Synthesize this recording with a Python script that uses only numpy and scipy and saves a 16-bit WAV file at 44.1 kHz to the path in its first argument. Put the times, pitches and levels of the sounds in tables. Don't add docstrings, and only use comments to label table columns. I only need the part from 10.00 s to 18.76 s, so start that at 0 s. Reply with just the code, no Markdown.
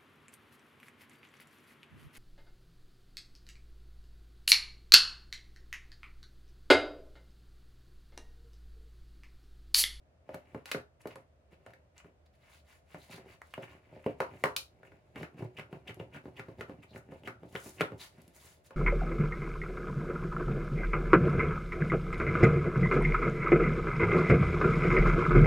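import sys
import numpy as np
from scipy import signal
from scipy.fft import rfft, irfft, next_fast_len
from scipy.io import wavfile
from scipy.ndimage import uniform_filter1d

SR = 44100
rng = np.random.default_rng(int(sys.argv[2]) if len(sys.argv) > 2 else 0)


def wrap_up_sound(samples):
    columns = np.atleast_2d(samples).T
    tamed = np.clip(columns, -1, 1)
    steps = np.round(tamed * 32767).astype(np.int16)
    wavfile.write(sys.argv[1], SR, steps)


N = 386316
RING = 16384

# start_s, level_db, tub_hz, weight_db, hardness_db
TUB_KNOCKS = [(0.291, -43.5, 617, -12, -12.5), (0.343, -44, 610, -5.5, -7), (0.546, -44, 434, 1.5, -8),
              (0.7458, -36, 357, -5.5, -5), (1.0557, -40, 388, -7, -14), (1.1571, -52.5, 523, -8, -1.5),
              (1.6633, -51.5, 670, -26, -4.5), (2.044, -58, 405, 1, -7.5), (2.9446, -49.5, 700, 0.5, -3),
              (3.096, -53.5, 302, -3, -26), (3.181, -51.5, 290, -22, -10), (3.259, -58, 443, -12, -19),
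              (3.578, -42, 485, -5, -12.5), (3.927, -55.5, 585, -3, -29), (3.964, -51.5, 530, -6, -33),
              (4.062, -30.5, 470, -1.5, -19), (4.203, -32, 500, -14, -2.5), (4.218, -41.5, 500, -18, -2.5),
              (4.4381, -29.8, 508, -10, 0), (4.457, -41, 454, -8, -2), (4.469, -45.5, 453, -16, -2),
              (4.919, -58.5, 308, -9.5, -6.5), (5.158, -52, 302, 5.5, 1.5), (5.21, -45.5, 292, 2, -16),
              (5.345, -63, 308, 10, -21), (6.785, -68.5, 307, 16, -23), (7.088, -57, 300, 3, -15),
              (7.808, -37, 400, -4.5, -4), (7.8146, -38, 404, -0.5, 1.5), (8.181, -59.5, 300, 4.5, -11),
              (8.278, -68.5, 294, 6.5, -13), (8.707, -56, 543, -13, -0.5)]
# stop_s, scrape_db, stop_db, return_s, return_db
PUMP_STROKES = [(5.2298, -54.5, -48.5, 5.423, -45), (5.595, -53, -48.5, 5.727, -46),
                (5.895, -56, -56, 5.999, -45), (6.159, -51, -60, 6.255, -49.5),
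                (6.395, -54, -48.5, 6.485, -49), (6.609, -59, -45, 6.695, -47),
                (6.959, -64, -54, 7.12, -48), (7.274, -60, -44, 7.432, -52.5),
                (7.5525, -57.5, -42.5, 7.66, -52.5), (7.808, -50.5, -37, 7.919, -47)]


def undb(db):
    return 10 ** (np.asarray(db) / 20)


def along(points, hz):
    freq_hz, value = np.transpose(points)
    return np.interp(np.log(np.maximum(hz, 1)), np.log(freq_hz), value)


def unit(x):
    return x / np.sqrt(np.mean(x ** 2))


def at_level(blow, level_db, attack_s=0.014):
    return blow / np.sqrt(np.mean(blow[:int(attack_s * SR)] ** 2)) * undb(level_db)


def add(track, start_s, x):
    i = max(int(start_s * SR), 0)
    track[i:i + len(x)] += x[:max(N - i, 0)]


def colour(x, spectrum):
    n = next_fast_len(x.shape[-1])
    gain = undb(along(spectrum, np.fft.rfftfreq(n, 1 / SR)))
    return irfft(rfft(x, n) * gain, n)[..., :x.shape[-1]]


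def crack(spectrum):
    gain = undb(along(spectrum, np.fft.rfftfreq(RING, 1 / SR)))
    cepstrum = irfft(np.log(gain))
    cepstrum[1:RING // 2] *= 2
    cepstrum[RING // 2 + 1:] = 0
    return unit(irfft(np.exp(rfft(cepstrum)))) / np.sqrt(RING)


def damped_sines(modes):
    t = np.arange(RING // 2) / SR
    hz, db, t60_s = np.transpose(modes)[:, :, None]
    return undb(db - 60 * t / t60_s) * np.sin(2 * np.pi * hz * t)


def stereo_noise(n):
    # freq_hz, gain_db
    width = [(100, -12), (250, -9), (500, -5), (1000, 2), (4000, 2), (16000, 4.5)]
    mid, side = rng.standard_normal((2, n))
    return mid + np.array([[1], [-1]]) * colour(side, width)


def room_air(level_db):
    # freq_hz, density_db
    spectrum = [(20, -19.5), (45, -3.5), (62, 0.5), (80, 9.5), (100, -10), (122, -1.5), (170, -12),
                (300, -15), (480, -14.5), (620, -8.5), (850, -23), (2000, -30.5), (4000, -39.5),
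                (9000, -47), (16000, -59)]
    return undb(level_db) * unit(colour(stereo_noise(N), spectrum))


def room(x, wet_db, build_s):
    # freq_hz, t60_s
    decay = [(100, 0.16), (300, 0.17), (700, 0.29), (1200, 0.22), (1900, 0.17), (5000, 0.21), (13000, 0.18)]
    # delay_s, gain_db
    echoes = [(.0085, -36), (0.0173, -24)]
    t = np.arange(RING) / SR
    noise = rfft(stereo_noise(RING))
    freq_hz = np.fft.rfftfreq(RING, 1 / SR)
    octave = np.clip(np.log2(np.maximum(freq_hz, 1) / 62.5), 0, 8)
    tail = 0
    for k in range(9):
        band = irfft(noise * np.maximum(1 - abs(octave - k), 0))
        tail = tail + band * undb(-60 * t / along(decay, 62.5 * 2 ** k))
    response = undb(wet_db) * unit(tail * (1 - np.exp(-t / build_s))) / np.sqrt(RING)
    response[:, 0] += 1
    for delay_s, gain_db in echoes:
        response[:, int(delay_s * SR)] += undb(gain_db)
    return signal.oaconvolve(x[None], response, axes=1)[:, :N]


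def hand_slides():
    # middle_s, length_s, rumble_db
    drags = [(0.517, 0.12, -63), (1.53, 0.02, -56.5), (1.68, 0.19, -70.5), (3.162, 0.06, -54.5),
             (3.285, 0.066, -58.5), (3.629, 0.013, -45), (3.72, 0.058, -56.5), (3.952, 0.32, -64),
             (4.336, 0.06, -55), (4.866, 0.027, -55.5), (5.187, 0.033, -45), (5.393, 0.025, -47.5)]
    # middle_s, length_s, hiss_db, scrape_db
    wipes = [(0.345, 0.014, -64, -53), (0.686, 0.027, -59.5, -50), (1.011, 0.014, -75, -67.5),
             (1.117, 0.025, -69, -59), (1.988, 0.033, -72, -58.5), (2.264, 0.0092, -78.5, -70),
             (2.348, 0.022, -78.5, -75), (2.47, 0.077, -73.5, -63.5), (2.547, .055, -65.5, -65),
             (2.722, 0.064, -68, -63), (2.917, 0.033, -74, -62), (3.023, 0.14, -69, -66.5),
             (3.136, 0.045, -57.5, -52), (3.313, 0.045, -67, -55.5), (3.51, 0.11, -71.5, -69),
             (3.64, .02, -64, -57), (3.718, 0.055, -75, -58), (3.98, 0.077, -86, -86),
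             (4.414, 0.087, -68, -76), (6.835, 0.011, -66.5, -59), (6.969, 0.023, -62, -76),
             (7.176, 0.039, -78.5, -70.5), (7.643, 0.14, -57.5, -64), (7.661, 0.044, -51, -63),
             (8.019, 0.033, -52, -51.5), (8.062, 0.028, -58, -58.5), (8.217, 0.22, -76.5, -75),
             (8.361, 0.021, -57.5, -66), (8.459, 0.1, -59.5, -64), (8.662, 0.021, -61.5, -68.5)]
    skids = [(s + 0.025, 0.05, -58 + 0.43 * (db + 42)) for s, db, *_ in TUB_KNOCKS]
    rows = [(s, length_s, db, db - 5, db - 20.5) for s, length_s, db in drags + skids]
    rows += [(s, length_s, hiss_db - 14, scrape_db, hiss_db) for s, length_s, hiss_db, scrape_db in wipes]
    table_creak = (6.35, 2.5, -62.5, -75, -86)
    return rows + [table_creak]


def pump_slides():
    lead_s, push_s, lag_s, settle_s = 0.0037, 0.033, 0.015, 0.036
    rows = []
    for stop_s, scrape_db, _, return_s, return_db in PUMP_STROKES:
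        rows.append((stop_s - lead_s, push_s, -47, scrape_db, -68))
        rows.append((return_s + lag_s, settle_s, return_db + 1, return_db - 18.5, return_db - 29.5))
    return rows


def friction(response, slides, levels_db, slips_per_s, spread_db, clump_db, trim_db, clump_s=0.007):
    t = np.arange(N) / SR
    power = np.zeros(N)
    for (middle_s, length_s, *_), level_db in zip(slides, levels_db):
        near = slice(max(int((middle_s - 3 * length_s) * SR), 0), int((middle_s + 3 * length_s) * SR))
        power[near] += undb(level_db) ** 2 * np.exp(-2.8 * ((t[near] - middle_s) / length_s) ** 2)
    knots_s = np.arange(0, N / SR, clump_s)
    clumps = undb(clump_db * np.interp(t, knots_s, rng.standard_normal(len(knots_s))))
    when, direction, strength = rng.random((int(slips_per_s * N / SR), 3)).T
    size = undb(spread_db * np.minimum(-np.log(1 - strength), 4))
    slips = np.zeros(N)
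    slips[(when * N).astype(int)] = np.sign(direction - 0.5) * size
    force = unit(slips * clumps) * np.sqrt(power)
    return undb(trim_db) * signal.oaconvolve(force, response)[:N]


def tub_rumble(slides, levels_db):
    # freq_hz, level_db, t60_s
    modes = [(122, 3, 0.19), (153, 2.5, 0.11), (298, 3, 0.05), (368.3, -1.5, 0.3), (388, -4, 0.095),
             (570, -11, 0.1)]
    # freq_hz, gain_db
    spectrum = [(30, -32.5), (65, -1), (140, 6), (220, 2), (370, -6.5), (620, -5.5), (900, -12),
                (1800, -54)]
    ring = unit(damped_sines(modes).sum(0)) / np.sqrt(RING // 2)
    body = crack(spectrum)[:RING // 2] + undb(-1.5) * ring
    return friction(body, slides, levels_db, slips_per_s=440, spread_db=5, clump_db=0, trim_db=-4)


def plastic_scrape(slides, levels_db):
    # freq_hz, gain_db
    spectrum = [(400, -18.5), (800, -2), (1400, -3), (2000, -0.5), (2700, -1), (3300, -15), (5000, -40)]
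    return friction(crack(spectrum), slides, levels_db,
                    slips_per_s=1800, spread_db=4, clump_db=2.5, trim_db=-4.5)


def sponge(slides, scrape_db, hiss_db):
    # freq_hz, gain_db
    hiss_spectrum = [(2000, -3.5), (3500, -12), (5200, -5.5), (7000, 0), (8000, -5), (10000, -0.5),
                     (13000, -8), (16000, -9)]
    swish_spectrum = [(1800, -26), (3000, -5.5), (4100, -4), (4600, -5.5), (5300, -10), (8000, -25.5)]
    rasp_spectrum = [(2000, -28), (3300, -13), (4100, 0), (4800, -13), (7000, -30)]
    # middle_s, length_s, level_db
    catches = [(3.015, 0.023, -65), (3.128, 0.027, -57), (6.905, 0.019, -66), (8.013, .02, -53)]
    hiss = friction(crack(hiss_spectrum), slides, hiss_db,
                    slips_per_s=3000, spread_db=3.5, clump_db=3, trim_db=-5)
    swish = friction(crack(swish_spectrum), slides, np.minimum(scrape_db, hiss_db),
                     slips_per_s=2400, spread_db=4.5, clump_db=3, trim_db=-4.5)
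    rasp = friction(crack(rasp_spectrum), catches, [db for *_, db in catches],
                    slips_per_s=1500, spread_db=4, clump_db=2.5, trim_db=-3)
    return hiss + swish + rasp


def soap_squelch(low_hz, high_hz, decay_cycles, rise, over_scrape_db, per_slide):
    out = np.zeros(N)
    t = np.arange(RING // 8) / SR
    for middle_s, length_s, _, scrape_db, _ in pump_slides():
        for when, smallness, weakness in rng.random((per_slide, 3)):
            cycles = low_hz * (high_hz / low_hz) ** smallness * t
            spent = 1 - np.exp(-cycles / decay_cycles)
            bubble = (1 - spent) * np.sin(2 * np.pi * cycles * (1 + rise * spent))
            start_s = middle_s + (when - 0.5) * length_s * 1.4
            add(out, start_s, bubble * undb(scrape_db + over_scrape_db - 10 * weakness))
    return out


def valve_squeaks(wobble_depth, sputter_depth):
    # start_s, length_s, pitch_hz, level_db, glide_oct
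    chirps = [(5.566, .013, 2650, -50, 0.34), (5.576, 0.013, 2200, -55, -0.24),
              (5.872, .014, 2627, -45.5, 0.21), (5.885, 0.017, 2363, -52.5, -0.36),
              (5.994, 0.011, 2735, -53, 0.13), (6.132, 0.016, 2616, -57, 0.11),
              (6.364, .012, 2740, -52.5, 0.11), (6.372, 0.01, 2150, -56, -0.42),
              (6.82, .018, 2680, -64, .2), (7.251, 0.018, 2774, -55, .1), (7.795, .012, 2160, -44, -0.34)]
    out = np.zeros(N)
    for start_s, length_s, centre_hz, level_db, glide_oct in chirps:
        progress = np.linspace(0, 1, int(length_s * SR))
        smooth_noise = unit(uniform_filter1d(rng.standard_normal((2, RING // 4)), size=32))
        wobble, sputter = smooth_noise[:, :len(progress)]
        pitch_hz = centre_hz * 2 ** (glide_oct * (progress - 0.5)) * (1 + wobble_depth * wobble)
        flow = np.sin(np.pi * progress) * unit(1 + sputter_depth * sputter)
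        add(out, start_s, undb(level_db) * 1.53 * flow * np.sin(2 * np.pi * np.cumsum(pitch_hz) / SR))
    return out


def knock_blows():
    free_tub_hz, rock_s = 517, 0.013
    rows = []
    for start_s, level_db, tub_hz, weight_db, hardness_db in TUB_KNOCKS:
        touch = (start_s, level_db, hardness_db)
        rock_back = (start_s + rock_s, level_db - 7, hardness_db - 17)
        stiffening = (free_tub_hz / tub_hz) ** 1.4
        for s, db, hard_db in (touch, rock_back):
            lid_hz = (973 + 9 * hard_db) * stiffening
            rim_db = db - 18 + 1.3 * hard_db
            rows.append((s, db + weight_db, db, tub_hz, db + hard_db, lid_hz, rim_db))
    return rows


def snap_blows():
    # start_s, level_db, pitch_hz
    snaps = [(0.6567, -54, 2350), (0.7149, -38.5, 2280), (1.0721, -57, 2110), (1.7046, -71, 2020),
             (1.735, -60.5, 1870), (4.5638, -41, 2694), (4.831, -60.5, 1600)]
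    tub_hz = 520
    rows = []
    for start_s, lid_db, lid_hz in snaps:
        height_oct = np.log2(lid_hz / 2200)
        tub_db = lid_db - 8 - 22.5 * height_oct
        rim_db = lid_db - 4.5 + 35.5 * height_oct
        rows.append((start_s, lid_db - 21.5, tub_db, tub_hz, lid_db, lid_hz, rim_db))
    return rows


def pump_blows():
    rows = []
    for stop_s, _, stop_db, return_s, return_db in PUMP_STROKES:
        clack = (stop_s, -51, stop_db, 425, stop_db, 2100, stop_db - 15.5)
        thud = (return_s, return_db, return_db + 0.5, 345, return_db - 11, 880, return_db - 30.5)
        rows += [clack, thud]
    return rows


def wall_hum(q, t60_s, stop_hz):
    hums = [(s, lid_db - 12, lid_hz) for s, _, _, _, lid_db, lid_hz, _ in knock_blows()]
    hums += [(s, stop_db - 6.5, stop_hz) for s, _, stop_db, *_ in PUMP_STROKES]
    out = np.zeros(N)
    t = np.arange(RING) / SR
    for start_s, level_db, hz in hums:
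        band = signal.iirpeak(hz, q, fs=SR)
        hum = unit(signal.lfilter(*band, signal.lfilter(*band, rng.standard_normal(RING))))
        add(out, start_s, hum * undb(level_db - 60 * t / t60_s))
    return out


def chatter(n, rattle_db, rattle_s, flatness):
    t = np.arange(n) / SR
    contact = undb(rattle_db) * unit(rng.standard_normal(n) * t * np.exp(-t / rattle_s)) / np.sqrt(n)
    contact[0] += 1
    spectrum = rfft(contact)
    flat = irfft(spectrum / (abs(spectrum) + 1e-9) ** flatness)[:n // 2]
    return flat * np.sqrt(np.sum(contact ** 2) / np.sum(flat ** 2))


def dry_clicks():
    # start_s, level_db, upper_edge_hz
    touches = [(0.3452, -61, 14000), (1.017, -69, 11000), (1.073, -63, 14000), (1.157, -65, 11000),
               (1.6632, -71, 9000), (1.9798, -61, 8000), (3.4172, -50, 2050), (3.5387, -45, 2900),
               (3.641, -57, 2590), (4.043, -60, 2900), (4.064, -50, 2900), (4.4385, -29.5, 2050),
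               (4.457, -39.5, 1940), (5.587, -50, 2970), (5.728, -57.5, 3000), (5.908, -56.5, 3180),
               (5.944, -67, 12000), (7.235, -62.5, 3160), (7.283, -50, 2510), (7.561, -45, 3360),
               (7.8086, -32, 2540), (7.816, -41, 3600), (8.218, -68, 12000), (8.279, -67, 12000)]
    # freq_hz, gain_db
    spectrum = [(250, -26), (650, -2), (1400, -2.5), (2000, -2.5), (2600, 2), (2950, -3), (3600, -20),
                (6000, -27.5), (11000, -26), (16000, -33)]
    base_edge_hz = 2800
    out = np.zeros(N)
    for start_s, level_db, edge_hz in touches:
        body = crack([(hz * edge_hz / base_edge_hz, db) for hz, db in spectrum])
        contact = chatter(RING // 4, rattle_db=2, rattle_s=0.0007, flatness=0.96)
        add(out, start_s, at_level(signal.fftconvolve(contact, body), level_db))
    return out


def strike(modes, spectrum, starts_s, levels_db, focus_hz, q, focus_db, ring_db,
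           rattle_db, rattle_s, flatness):
    sines = damped_sines(modes)
    n = sines.shape[1]
    steps = np.arange(n)
    body = crack(spectrum)[:n]
    out = np.zeros(N)
    for start_s, level_db, hz in zip(starts_s, levels_db, np.broadcast_to(focus_hz, len(starts_s))):
        mode_gains = rng.choice([-1, 1], len(modes)) * undb(2 * rng.standard_normal(len(modes)))
        grip_detune = 1 + 0.012 * rng.uniform(-1, 1)
        ring = np.interp(steps * grip_detune, steps, mode_gains @ sines, right=0)
        contact = chatter(n, rattle_db, rattle_s, flatness)
        blow = signal.fftconvolve(contact, body)[:n] + undb(ring_db) * unit(ring) / np.sqrt(n)
        resonance = signal.lfilter(*signal.iirpeak(hz, q, fs=SR), blow)
        add(out, start_s, at_level(blow + undb(focus_db) * resonance, level_db))
    return out


def table_thuds(starts_s, levels_db):
    # freq_hz, level_db, t60_s
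    modes = [(120, 4.5, 0.12), (160.8, -5, 0.2), (210, -17, 0.077), (256.7, 2.5, 0.31), (293, 6.5, 0.15)]
    # freq_hz, gain_db
    spectrum = [(30, -42), (70, -18), (140, 0.5), (260, -4), (420, -9.5), (900, -74.5)]
    return strike(modes, spectrum, starts_s, levels_db, focus_hz=172, q=0.89, focus_db=-7.5,
                  ring_db=-2, rattle_db=-7.5, rattle_s=0.0031, flatness=0)


def tub_tones(starts_s, levels_db, pitches_hz):
    # freq_hz, level_db, t60_s
    modes = [(382, -3, 0.05), (413, 2.5, 0.09), (479, -6.5, 0.077), (536.5, -3, 0.14), (591, -8.5, 0.061),
             (652, -3.5, 0.072), (702, -21, 0.071)]
    # freq_hz, gain_db
    spectrum = [(120, -50.5), (280, 3.5), (400, -8.5), (620, 1.5), (900, -5), (1800, -53.5)]
    return strike(modes, spectrum, starts_s, levels_db, pitches_hz, q=3.6, focus_db=8.5,
                  ring_db=-3, rattle_db=-4.5, rattle_s=0.003, flatness=0)


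def lid_clacks(starts_s, levels_db, pitches_hz):
    # freq_hz, level_db, t60_s
    modes = [(895, 2, 0.083), (1065, 1, 0.1), (1210, 0, 0.072), (1240, 13, 0.1), (1377, 16, 0.18),
             (1540, -3, 0.11), (1764, 18, 0.014), (1970, -3, 0.059), (1910, 1, 0.12), (2130, 21.5, 0.031),
             (2730, -20.5, 0.055), (2980, 0.5, 0.12)]
    # freq_hz, gain_db
    spectrum = [(400, -32), (700, -6), (920, -3.5), (1350, 0.5), (2200, -3), (3000, -11), (4500, -31),
                (9000, -47.5)]
    return strike(modes, spectrum, starts_s, levels_db, pitches_hz, q=2.3, focus_db=9.5,
                  ring_db=-10, rattle_db=7, rattle_s=0.00091, flatness=0.98)


def rim_ticks(starts_s, levels_db):
    # freq_hz, level_db, t60_s
    modes = [(3470, -0.5, 0.017), (4000, 0, .06), (4430, -7.5, .05), (5400, -6, 0.083), (6080, -1.5, 0.15),
             (9300, -13, .04), (9900, -9.5, 0.045)]
    # freq_hz, gain_db
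    spectrum = [(1000, -26.5), (2400, 5), (3300, -3), (4000, 2.5), (5200, -4), (8000, -10), (10000, -6),
                (13000, -10), (16000, -14.5)]
    return strike(modes, spectrum, starts_s, levels_db + 2, focus_hz=4040, q=0.91, focus_db=-11.5,
                  ring_db=-16, rattle_db=12, rattle_s=0.0012, flatness=1)


def scene():
    blows = knock_blows() + snap_blows() + pump_blows()
    starts_s, table_db, tub_db, tub_hz, lid_db, lid_hz, rim_db = np.transpose(blows)
    slides = pump_slides() + hand_slides()
    _, _, rumble_db, scrape_db, hiss_db = np.transpose(slides)
    thuds = table_thuds(starts_s, table_db) + tub_tones(starts_s, tub_db, tub_hz)
    clacks = lid_clacks(starts_s, lid_db, lid_hz) + rim_ticks(starts_s, rim_db)
    rumble = tub_rumble(slides, rumble_db)
    rustle = plastic_scrape(slides, scrape_db) + sponge(slides, scrape_db, hiss_db)
    soap = soap_squelch(low_hz=1416, high_hz=2890, decay_cycles=4, rise=0.09,
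                        over_scrape_db=8.5, per_slide=6)
    soap += valve_squeaks(wobble_depth=0.08, sputter_depth=0.75)
    lows = room(thuds + rumble, wet_db=-2, build_s=0.0013)
    hum = wall_hum(q=3.6, t60_s=0.22, stop_hz=1360)
    highs = room(clacks + rustle + soap + hum, wet_db=0.93, build_s=0.00044)
    clicks = room(dry_clicks(), wet_db=-2, build_s=0.00078)
    pan_left = undb([[0.5], [-0.5]])
    return lows + clicks + highs * pan_left + room_air(level_db=-64.5)


def record(dry):
    low_hz, top_hz = 55, 16000
    thinned = signal.sosfilt(signal.butter(2, low_hz, "high", fs=SR, output="sos"), dry)
    return signal.sosfilt(signal.ellip(10, 0.2, 70, top_hz, fs=SR, output="sos"), thinned)


dry = scene()
out = record(dry)
wrap_up_sound(out)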